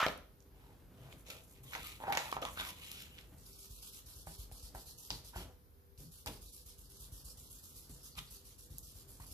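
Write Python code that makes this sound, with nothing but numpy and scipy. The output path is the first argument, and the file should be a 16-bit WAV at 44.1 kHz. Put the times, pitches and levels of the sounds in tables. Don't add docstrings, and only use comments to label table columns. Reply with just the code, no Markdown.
import sys
import numpy as np
from scipy import signal
from scipy.fft import rfft, irfft
from scipy.io import wavfile
from scipy.ndimage import uniform_filter1d, minimum_filter1d

SR = 44100
rng = np.random.default_rng(int(sys.argv[2]) if len(sys.argv) > 2 else 0)


def how_loud(loudness_db):
    steps = np.asarray(loudness_db, float) / 20
    return 10 ** steps


def waveform_to_disk(signal):
    frames = np.transpose(np.atleast_2d(signal))
    scaled = np.clip(frames, -1, 1) * 32767
    samples = np.round(scaled).astype(np.int16)
    wavfile.write(sys.argv[1], SR, samples)


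N = 411453

# pitch_hz, level_db (per Hz)
BRISTLE_COLOUR = [(350, -51), (600, -34), (777, -13), (1150, -7), (1730, -15.5), (1900, -14.5), (2010, -16),
                  (2940, -6), (4870, -1), (8970, -2), (11100, 2.5), (14600, -2.5), (15400, -70)]
# start_s, length_s, level_db, table_jolt_db
FIRST_SCRUB = [(3.378, 0.063, -67, -57), (3.457, .11, -61.5, -80), (3.587, 0.074, -58.5, -60),
               (3.7, 0.1, -61, -50), (3.824, 0.068, -56, -73.5), (3.929, 0.065, -58.5, -82),
               (4.061, 0.075, -60, -54), (4.158, 0.062, -60.5, -55), (4.265, 0.089, -58.5, -51),
               (4.386, 0.045, -58, -47.5), (4.516, 0.082, -60, -48.5), (4.627, 0.048, -59, -49.5),
               (4.747, 0.073, -59, -49), (4.86, 0.056, -57, -57.5), (4.979, 0.1, -59, -75),
               (5.1, 0.079, -60.5, -51), (5.243, 0.049, -60, -61), (5.356, 0.061, -57.5, -44)]
# start_s, length_s, level_db, table_jolt_db
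SECOND_SCRUB = [(5.98, 0.087, -62.5, -52), (6.117, 0.095, -61.5, -59), (6.263, 0.11, -60.5, -48),
                (6.415, 0.087, -62.5, -56.5), (6.526, 0.089, -61, -84.5), (6.656, 0.075, -62, -58),
                (6.782, 0.096, -64.5, -59), (6.898, 0.081, -62.5, -78), (6.999, 0.067, -58.5, -56),
                (7.121, 0.097, -60.5, -48.5), (7.248, 0.065, -57, -54.5), (7.374, 0.11, -61.5, -54.5),
                (7.502, 0.092, -59.5, -56.5), (7.629, 0.16, -62.5, -64), (7.76, 0.11, -62.5, -59),
                (7.897, 0.17, -64.5, -53), (8.037, 0.059, -59, -65.5), (8.165, 0.3, -69.5, -50),
                (8.306, 0.057, -59, -57.5), (8.448, 0.085, -63, -62), (8.584, 0.078, -63, -61),
                (8.706, .08, -64, -49), (8.828, 0.093, -61, -57), (8.951, 0.073, -62, -51),
                (9.081, 0.095, -62, -54.5), (9.203, 0.039, -62, -49.5), (9.265, 0.015, -59.5, -78),
                (9.306, 0.031, -58.5, -51.5)]
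FRESH_HAND, TIRED_HAND = (19, 0.3, 0.34, 22), (52, -2.03, 1.3, 32)


def brush():
    lead_s = .007
    hz = np.fft.rfftfreq(N, 1 / SR)
    hiss = evened(irfft(rfft(spread(N, 1.56, 0.004, 0.1)) * how_loud(read(BRISTLE_COLOUR, hz)), N))
    low_hiss = signal.sosfilt(signal.butter(2, 8000, fs=SR, output="sos"), hiss)
    hiss_level, low_level = np.zeros((2, N))
    whisk = np.zeros((2, N))
    for strokes, hand in [(FIRST_SCRUB, FRESH_HAND), (SECOND_SCRUB, TIRED_HAND)]:
        sag, low_db, back_db, swell = hand
        for k, (start_s, length_s, level_db, _) in enumerate(strokes):
            t = np.arange(0, length_s + 0.24, 1 / SR) - lead_s
            from_middle = np.clip(t, 0, length_s) - length_s / 2
            edge = np.clip((t + 0.0068) / 0.013, 0, 1) * how_loud(-350 * np.maximum(t - length_s, 0))
            drag = how_loud(level_db + 2.0 - sag * from_middle) * edge
            add(hiss_level, start_s - lead_s, drag)

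            tip_hz = 4500 * (1 + .13 * rng.uniform(-1, 1))
            tips = band(spread(len(t), 3.0, .003, .3), 3000, 7000)
            tips = evened(resonate(tips, tip_hz, 1000))
            flick = np.exp(-.5 * ((t - .8 * length_s) / .022) ** 2)
            add(whisk, start_s - lead_s, tips * how_loud(level_db - 7.5) * flick)

            way_back = k % 2
            low_boost = how_loud(low_db + back_db * way_back + swell * from_middle) - 1
            add(low_level, start_s - lead_s, drag * low_boost)
    return patchy(hiss_level * hiss + low_level * low_hiss + whisk, 2.2)


# middle_s, length_s, body_db, body_hz, crinkle_db
CARD_SLIDES = [(0.662, 0.32, -69, 870, -73), (1.076, 0.3, -64.5, 660, -67), (1.13, 0.043, -81, 606, -60),
               (1.335, 0.17, -62.5, 595, -55.5), (1.572, .12, -79, 900, -67.5),
               (1.869, 0.23, -61, 1270, -49), (2.03, 0.077, -50.5, 850, -61.5),
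               (2.101, 0.11, -41, 825, -57), (1.673, 0.09, -70, 1110, -62.5),
               (2.239, 0.28, -51, 900, -50.5), (2.605, .1, -44, 1450, -46),
               (2.678, 0.12, -51.5, 1050, -46.5), (2.862, 0.3, -67.5, 1140, -53),
               (3.001, 0.22, -64, 1460, -52.5), (3.189, 0.18, -70, 1540, -62), (8.186, .04, -54, 1200, -47),
               (5.4, .14, -60, 1400, -57), (6.277, .032, -49.5, 910, -45.5)]
# middle_s, length_s, fizz_db
SLEEVE_RUBS = [(0.088, .14, -55), (1.2, 0.085, -62.5), (1.438, 0.12, -63.5), (1.515, 0.1, -58.5),
               (1.643, 0.031, -52.5), (1.703, 0.11, -56), (2.006, 0.11, -60), (2.525, 0.12, -52),
               (3.125, 0.095, -66), (3.344, 0.31, -66)]
# start_s, length_s, body_db, body_hz, crinkle_db
CARD_CATCHES = [
    (1.263, 0.035, -65, 620, -53),
    (1.299, 0.038, -57, 1400, -46.5),
    (1.733, 0.032, -45.5, 1510, -49),
    (1.75, .06, -43.5, 950, -48),
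    (2.123, 0.046, -38.5, 910, -43),
    (2.172, 0.069, -36.5, 900, -40.5),
    (2.324, 0.05, -47, 1020, -46.5),
    (2.372, 0.094, -50, 756, -71),
    (2.416, 0.07, -47, 740, -46),
    (2.453, .06, -44, 1150, -48),
]
# start_s, length_s, body_db, body_hz, crinkle_db
SHEET_SCUFFS = [
    (4.272, .08, -56, 820, -75),
    (4.75, 0.059, -52.5, 780, -77),
    (5.104, 0.11, -51.5, 860, -51),
    (6.264, 0.1, -51, 970, -49.5),
    (9.198, 0.09, -57.5, 1050, -72),
]
# start_s, length_s, body_db, body_hz, crinkle_db
SHEET_DRAGS = [
    (5.33, 0.24, -52, 910, -63),
    (8.15, .07, -59, 1140, -52),
    (1.705, 0.12, -54, 1030, -48.5),
]
# start_s, length_s, body_db, body_hz, crinkle_db
FIRST_SKID = [
    (0.0, .062, -33.5, 1464, -42.5),
]


def handling():
    out = np.zeros((2, N))
    card = [row + (row[-1] - 0.3,) for row in CARD_SLIDES]
    cloth = [(s, length_s, db - 16, 600, db - 16.5, db) for s, length_s, db in SLEEVE_RUBS]
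    for middle_s, length_s, *sound in card + cloth:
        swell_db = -18 * np.linspace(-1, 1, round(length_s * SR)) ** 2
        add(out, middle_s - length_s / 2, paper(swell_db, *sound))
    kinds = [(CARD_CATCHES, (0.0015, 270, -4)), (SHEET_SCUFFS, (.004, 330, -9)),
             (SHEET_DRAGS, (0.036, 430, -1.8)), (FIRST_SKID, (0.0018, 120, -5))]
    for rows, (attack_s, fade, fizz_db) in kinds:
        for start_s, length_s, body_db, body_hz, crinkle_db in rows:
            t = np.arange(0, length_s, 1 / SR)
            shape_db = -fade * np.maximum(t - attack_s, 0) - 14 * np.maximum(1 - t / attack_s, 0)
            add(out, start_s, paper(shape_db, body_db, body_hz, crinkle_db, crinkle_db + fizz_db))
    return out


def paper(shape_db, body_db, body_hz, crinkle_db, fizz_db):
    count = len(shape_db)
    rub = grit(count, 3.2, .004)
    wide = spread(count, 3, .003, .3)
    hollow = evened(resonate(resonate(rub, body_hz, 330), body_hz, 330))
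    body = evened(hollow + 1.1 * band(rub, .5 * body_hz, 2.3 * body_hz))
    crinkle = evened(band(wide, 2100, 4300) + .9 * band(wide, 3900, 7000))
    fizz = band(wide, 6000, 16000)
    sound = how_loud(body_db) * body + how_loud(crinkle_db) * crinkle + how_loud(fizz_db - 1.0) * fizz
    return how_loud(shape_db - 1.0) * sound * signal.windows.tukey(count, min(120 / count, 1))


# start_s, length_s, level_db, pitch_hz, width_hz
SINGING_EDGES = [(0.0, 0.047, -38, 1340, 200), (0.018, 0.036, -37.5, 1760, 260),
                 (0.0, 0.045, -44, 3200, 600), (0.0, .05, -49, 2560, 200), (0.01, 0.022, -53, 4980, 700),
                 (0.066, 0.02, -40, 600, 500), (0.066, 0.012, -48, 3900, 700), (1.0, 0.096, -57.5, 129, 30),
                 (1.14, 0.037, -62.5, 150, 50), (1.28, 0.078, -63, 505, 90), (2.078, 0.052, -37, 802, 90),
                 (2.126, 0.01, -43, 2200, 400), (2.17, 0.0075, -38, 1800, 400),
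                 (2.372, 0.008, -44, 750, 400), (2.417, 0.025, -44.5, 575, 200),
                 (2.424, 0.009, -43, 1220, 300), (2.42, .008, -45, 3070, 400),
                 (2.585, 0.024, -44.5, 3500, 500), (2.686, .02, -60, 3260, 400),
                 (5.106, 0.05, -53, 4360, 800), (5.338, 0.034, -61, 1490, 300),
                 (5.365, 0.066, -59.5, 3050, 396), (5.4, 0.11, -65, 610, 500),
                 (7.892, 0.052, -58, 140, 60.3), (8.17, .05, -57.5, 140, 60), (8.7, .06, -58.5, 140, 60.1),
                 (6.0, 0.097, -59, 150, 70.3), (4.27, 0.059, -60, 182, 90), (2.811, 0.12, -61, 2920, 500),
                 (2.95, 0.083, -59, 3100, 600), (2.954, 0.083, -65, 5400, 600),
                 (3.107, 0.068, -65, 2920, 400), (1.678, .05, -61, 3200, 300),
                 (5.106, 0.057, -53.5, 131, 50), (1.601, 0.073, -59, 118, 40), (0.0, .05, -42, 800, 500),
                 (2.142, 0.057, -45.5, 1700, 700), (8.27, 0.024, -64, 4500, 900),
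                 (8.115, .027, -65.5, 4600, 600)]


def singing():
    out = np.zeros(N)
    for start_s, length_s, level_db, pitch_hz, width_hz in SINGING_EDGES:
        t = np.arange(0, length_s + .05, 1 / SR)
        noise = rng.standard_normal(len(t) + 2000)
        tone = resonate(resonate(noise, pitch_hz, width_hz), pitch_hz, width_hz)
        tone = evened(tone[2000:])
        swing = uniform_filter1d(abs(tone), round(SR / width_hz / 2))
        tone = evened(tone / (.5 + swing))
        fade = how_loud(level_db - 1100 * np.maximum(t - length_s, 0))
        add(out, start_s, tone * np.minimum(t / .003, 1) * fade)
    return out


# start_s, peak_db, ring_hz, edge_db
HAND_KNOCKS = [(0.0291, -19.5, 1200, -44), (0.0645, -22, 700, -24), (0.0643, -24, 1250, -50),
               (7.8975, -51, 260, -75), (0.0836, -36, 610, -32), (8.1825, -46, 1050, -46),
               (1.1263, -55, 1080, -62), (1.3024, -54, 500, -46), (1.7333, -39, 1420, -52),
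               (1.751, -47, 550, -55), (2.0027, -41, 840, -53), (2.0384, -34, 850, -48),
               (2.0805, -33, 760, -52), (2.1243, -29, 1100, -40), (2.1515, -32, 800, -42),
               (2.173, -28, 810, -36), (2.1784, -35, 790, -33), (2.1985, -36, 950, -42),
               (2.3266, -25, 1120, -42), (2.3673, -27, 950, -43), (2.4235, -36, 580, -42),
               (2.4519, -30, 1140, -40), (1.7615, -37, 1000, -46), (6.2694, -39, 900, -50),
               (2.5742, -36, 1250, -44), (2.5989, -36, 1070, -40), (2.6099, -34, 1400, -44),
               (4.2709, -40, 800, -58), (4.5146, -49, 750, -58), (4.7491, -39, 800, -60),
               (5.1045, -39, 900, -44), (5.3613, -36, 900, -58), (6.2611, -41, 950, -48),
               (9.2005, -47, 950, -66)]
# start_s, peak_db, edge_hz
CARD_TICKS = [(0.0644, -28, 3300), (0.0648, -33, 4200), (0.0644, -39, 12000), (0.0838, -37, 3100),
              (0.0842, -44, 5000), (0.0838, -47, 12000), (0.1765, -48, 11500), (0.4045, -60, 6500),
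              (0.425, -63, 6500), (1.1263, -50, 3000), (1.1263, -54, 7000), (1.196, -54, 11000),
              (1.3024, -48, 11000), (1.711, -52, 8000), (1.7345, -40, 2000), (1.742, -48, 4000),
              (1.751, -36, 2000), (1.751, -42, 3700), (1.751, -50, 11000), (1.845, -48, 10000),
              (2.1246, -32, 2100), (2.1243, -34, 3500), (2.1248, -39, 4800), (2.1243, -35, 12000),
              (2.1335, -38, 2300), (2.1515, -37, 2000), (2.1515, -37, 3500), (2.1517, -39, 5000),
              (2.1515, -49, 12000), (2.1729, -32, 1900), (2.1731, -36, 3400), (2.1729, -29, 5200),
              (2.1731, -31, 6800), (2.1729, -34, 12000), (2.1784, -39, 4800), (2.1786, -44, 6900),
              (2.1918, -39, 3600), (2.192, -41, 4900), (2.2005, -46, 6800), (2.3158, -41, 3600),
              (2.3158, -44, 6300), (2.3158, -41, 10500), (2.417, -47, 11000), (2.4265, -42, 3050),
              (2.4517, -39, 3500), (2.4519, -42, 6500), (2.4517, -43, 9800), (2.573, -51, 3600),
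              (2.5975, -40, 1900), (2.599, -40, 3600), (2.6006, -42, 3600), (2.6099, -42, 3700),
              (2.6099, -41, 7400), (2.65, -46, 5000), (2.6505, -45, 1900), (2.6925, -47, 3300)]
# start_s, peak_db, edge_hz
SHEET_SNAPS = [(2.878, -51, 2900), (2.916, -48, 3500), (2.9161, -45, 5200), (2.916, -41, 7500),
               (2.9161, -42, 9500), (2.916, -38, 12500), (3.036, -51, 2900), (3.183, -49, 3100),
               (3.1878, -46, 3200), (3.1878, -58, 6500), (3.1895, -55, 1700), (4.5146, -54, 8100),
               (4.7491, -52, 11500), (4.7491, -56, 6800), (4.271, -52, 11500), (4.9859, -48, 6600),
               (5.1044, -29, 4700), (5.1046, -37, 3400), (5.1105, -40, 4400), (5.114, -41, 4000),
               (5.9773, -56, 4300), (6.2611, -37, 5000), (6.2611, -42, 7800), (6.2611, -41, 12500),
               (6.2694, -44, 5000), (6.2694, -45, 8200), (6.2745, -45, 5600), (7.8965, -54, 9000),
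               (8.1535, -52, 4400), (8.183, -46, 2800), (8.1894, -39, 3300), (8.1897, -45, 5000),
               (8.7835, -35, 12500), (8.7835, -42, 9200), (8.791, -45, 7900)]
# time_s, left_port_delay (samples)
HAND_DELAY = [(0.5, -1), (1.13, 3), (1.3, 11), (2.0, 11), (2.03, 6), (2.174, 6), (2.178, 1), (2.2, 1),
              (2.3, 11), (2.33, 9), (2.45, 11), (2.9, 8)]


def taps():
    out, t = np.zeros((2, N)), np.arange(3000) / SR
    tilt_db, right_db = .8, 1.5
    ticks = [(s, db - 32, 1000, db + 4.5 + tilt_db * np.log2(hz / 4000), hz)
             for s, db, hz in CARD_TICKS + SHEET_SNAPS]
    rows = [row + (2500,) for row in HAND_KNOCKS] + ticks
    noises = rng.standard_normal((len(rows), 3, len(t)))
    for (start_s, peak_db, ring_hz, edge_db, edge_hz), noise in zip(rows, noises):
        fall_db = -60 * t * ring_hz / 11
        ring = np.sin(2 * np.pi * ring_hz * t) * how_loud(fall_db)
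        rough = band(noise[0], 0.45 * ring_hz, 1.92 * ring_hz)
        rattle = .45 * np.minimum(t * ring_hz / 1.5, 1) * rough * how_loud(0.91 * fall_db)

        splinters = .18 * noise[1:] * how_loud(-60 * t / .011)
        snap = (t == 0) + splinters
        wide = band(snap, .5 * edge_hz, min(1.7 * edge_hz, 17000))
        edge = .22 * wide + evened(resonate(wide, edge_hz, .25 * edge_hz))
        edge = edge / abs(edge).max()

        tap = how_loud(peak_db + 2.5) * (ring + rattle) + how_loud(edge_db + 4) * edge
        late = np.interp(start_s, *np.transpose(HAND_DELAY))
        add(out[0], start_s + late / SR / 2, tap[0] / how_loud(right_db / 2))
        add(out[1], start_s - late / SR / 2, tap[1] * how_loud(right_db / 2))
    return out


# pitch_hz, width_hz, level_db
TABLE_MODES = [(50, 13, 2), (75, 20, -3), (100, 25, -7), (130, 30, -6), (175, 35, -10), (250, 50, -13)]
# time_s, rumble_db
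ARM_WEIGHT = [(0, -69), (.4, -60.5), (1.1, -52.5), (1.53, -60), (2.5, -52), (3.15, -56), (3.6, -62),
              (4.55, -58), (5.3, -62), (5.7, -72), (6.5, -66), (7.1, -58), (8.6, -63.5), (9.33, -54.5)]
# start_s, rumble_db, drum_db
TABLE_THUDS = [(0.072, -60, -35), (1.1, -88, -60), (1.789, -54, -45.5), (2.08, -65.5, -35),
               (2.468, -59.5, -48), (3.19, -74, -59), (3.33, -55.5, -62), (4.55, -66.5, -71),
               (4.75, -56, -50), (5.122, -46, -67), (5.379, -40.5, -54), (6.0, -63, -50.5),
               (6.29, -44.5, -40.5), (7.9, -57, -52.5), (8.698, -71, -70)]


def table():
    t = np.arange(N) / SR
    rumble = how_loud(np.interp(t, *np.transpose(ARM_WEIGHT)))
    boom = how_loud(-75) * np.ones(N)
    for start_s, rumble_db, drum_db in TABLE_THUDS:
        near = t[:SR // 2] - .07
        shape = how_loud(-np.maximum(-770 * near, 150 * near))
        add(rumble, max(start_s - .07, 0), how_loud(rumble_db) * shape)
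        add(boom, max(start_s - .07, 0), how_loud(drum_db) * shape)
    stir = rumble * how_loud(-5.5) * grit(N, 1.5, 0.011)
    push, blow = np.zeros(N), np.hanning(420)
    for start_s, _, _, jolt_db in FIRST_SCRUB + SECOND_SCRUB:
        add(push, start_s, how_loud(jolt_db) * blow / blow.sum())
    stirred = sum(how_loud(db) * resonate(stir, hz, 0.5 * w) / np.sqrt(w) for hz, w, db in TABLE_MODES)
    struck = sum(how_loud(db) * resonate(push, hz, w) * SR / (2 * np.pi * w) for hz, w, db in TABLE_MODES)
    drum = boom * how_loud(-13.0) * band(grit(N, 2.4, 0.046), 90, 480)
    return evened(stirred) * np.std(stir) + how_loud(7.0) * struck + drum


# pitch_hz, t60_s
ECHO_DECAY = [(150, 0.46), (600, 0.41), (2000, 0.37), (6000, 0.41), (14000, 0.26)]
# pitch_hz, likeness (0 to 1)
ECHO_LIKENESS = [(100, 0.87), (500, 0.094), (1500, 0.53), (3000, 0.021)]


def room(x):
    echoes = np.zeros((2, SR // 2))
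    jitter = rng.integers(0, 20, (2, (SR // 2 - 121) // 20))
    at = np.arange(120, SR // 2 - 20, 20) + jitter
    np.put_along_axis(echoes, at, rng.choice([-1., 1.], at.shape), 1)
    hz, t, z = signal.stft(echoes, SR, nperseg=256)
    alike = np.clip(read(ECHO_LIKENESS, hz), 0, 1)[:, None]
    z[1] = alike * z[0] + np.sqrt(1 - alike ** 2) * z[1]
    decay = how_loud(-60 * t / read(ECHO_DECAY, hz)[:, None])
    tail = signal.istft(z * decay, SR, nperseg=256)[1]
    return signal.fftconvolve(x, tail / np.linalg.norm(tail[0]), axes=1)[:, :N]


# pitch_hz, level_db (per Hz)
HUSH_COLOUR = [(18, -29), (30, 14), (173, -11), (219, -10.5), (307, -12.5), (332, -29.5), (388, -20.5),
               (491, -5.5), (545, -21.5), (1430, -22.5), (2350, -29), (5000, -28.5), (8040, -32.5),
               (12900, -20), (14800, -22)]
# pitch_hz, likeness (-1 to 1)
HUSH_LIKENESS = [(60, 0.61), (180, 0.94), (550, -0.26), (1650, -0.35), (4970, 0.18), (15000, -0.42)]
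# pitch_hz, level_db
FAR_HUM = [(394, -78), (494, -82)]


def hush():
    frames, hz = N // 256 + 5, np.fft.rfftfreq(1024, 1 / SR)
    a, b, c, d = rng.standard_normal((frames, 513, 4)).T
    alike = np.clip(read(HUSH_LIKENESS, hz), -1, 1)[:, None]
    left, own = a + 1j * b, c + 1j * d
    right = alike * left + np.sqrt(1 - alike ** 2) * own
    z = np.array([left, right]) * how_loud(read(HUSH_COLOUR, hz)[:, None])
    floor = evened(signal.istft(z, nperseg=1024, noverlap=768)[1][:, :N])
    hum = sum(how_loud(db) * evened(resonate(rng.standard_normal(N), hum_hz, 4.0)) for hum_hz, db in FAR_HUM)
    return how_loud(-61) * floor + hum


def grit(count, slip_db, slip_s):
    noise, flicker = rng.standard_normal((count, 2)).T
    flicker = evened(uniform_filter1d(flicker, max(round(slip_s * SR), 1)))
    return evened(noise * how_loud(slip_db * flicker))


def spread(count, slip_db, slip_s, share):
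    common = grit(count, slip_db, slip_s)
    own = rng.standard_normal((2, count)) * uniform_filter1d(abs(common), 60) * 0.99
    return np.sqrt(np.clip(share, 0, 1)) * common + np.sqrt(np.clip(1 - share, 0, 1)) * own


def patchy(x, patch_db):
    z = signal.stft(x, nperseg=512)[2]
    patches = uniform_filter1d(rng.standard_normal(z.shape[1:]), size=8, axis=0)
    patches = uniform_filter1d(patches, size=7, axis=1)
    return signal.istft(z * how_loud(patch_db * evened(patches)), nperseg=512)[1][:, :N]


def notched(x):
    return x - 0.38 * signal.lfilter(*signal.iirpeak(8870, 3.0, SR), x)


def resonate(x, hz, width_hz):
    r = np.exp(-np.pi * width_hz / SR)
    return 2 * signal.lfilter([1 - r], [1, -r * np.exp(2j * np.pi * hz / SR)], x + 1e-18).real


def band(x, low_hz, high_hz):
    return evened(signal.sosfilt(signal.butter(3, [low_hz, high_hz], "bandpass", fs=SR, output="sos"), x))


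def evened(x):
    return x / np.sqrt(np.mean(x ** 2) + 1e-20)


def read(points, hz):
    f, value = np.transpose(points)
    return np.interp(np.log(hz + 1), np.log(f + 1), value)


def add(mix, start_s, sound):
    part = mix[..., round(start_s * SR):][..., :sound.shape[-1]]
    part += sound[..., :part.shape[-1]]


def scene():
    sheet = notched(patchy(handling(), 1.7) + singing())
    bristles = brush() * how_loud(np.array([[-.7], [.7]]))
    rubbing = sheet + bristles
    lag = 8
    rubbing[0, SR // 2:] = rubbing[0, SR // 2 - lag:-lag].copy()
    knocks, wood = notched(taps()), table()
    to_room = how_loud(-8.5) * sheet + how_loud(-7.5) * knocks + how_loud(-6.5) * bristles + how_loud(-13) * wood
    return rubbing + knocks + room(to_room) + wood + hush()


def gate(x, under_db, depth_db):
    hz, _, z = signal.stft(x, SR, nperseg=1024, noverlap=768)
    power = uniform_filter1d((abs(z) ** 2).mean(0), size=4, axis=0)
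    power = uniform_filter1d(power, size=8, axis=1)
    level_db = 10 * np.log10(power + 1e-20)
    treble_db = np.percentile(level_db[(hz > 4000) & (hz < 14000)], 90, axis=0)
    treble_db = uniform_filter1d(minimum_filter1d(treble_db, size=13), size=13)
    wander = uniform_filter1d(rng.standard_normal(power.shape), size=4, axis=0)
    wander = uniform_filter1d(wander, size=16, axis=1)
    level_db += 2.4 * evened(wander)
    shut = 1 / (1 + np.exp((level_db - treble_db + under_db) / .25))
    return signal.istft(z * how_loud(-depth_db * shut), SR, nperseg=1024, noverlap=768)[1][:, :N]


def roll_off(x):
    return signal.sosfilt(signal.butter(12, 15600, fs=SR, output="sos"), x)


def record(dry):
    gated = gate(dry, under_db=11.7, depth_db=30)
    low_cut = signal.sosfilt(signal.butter(4, 42, "highpass", fs=SR, output="sos"), gated)
    top_edge = signal.firwin(301, 14600, window=("kaiser", 1.5), fs=SR)
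    mix = signal.oaconvolve(low_cut, top_edge[None], "same")
    return roll_off(mix)


dry = scene()
out = record(dry)
waveform_to_disk(out)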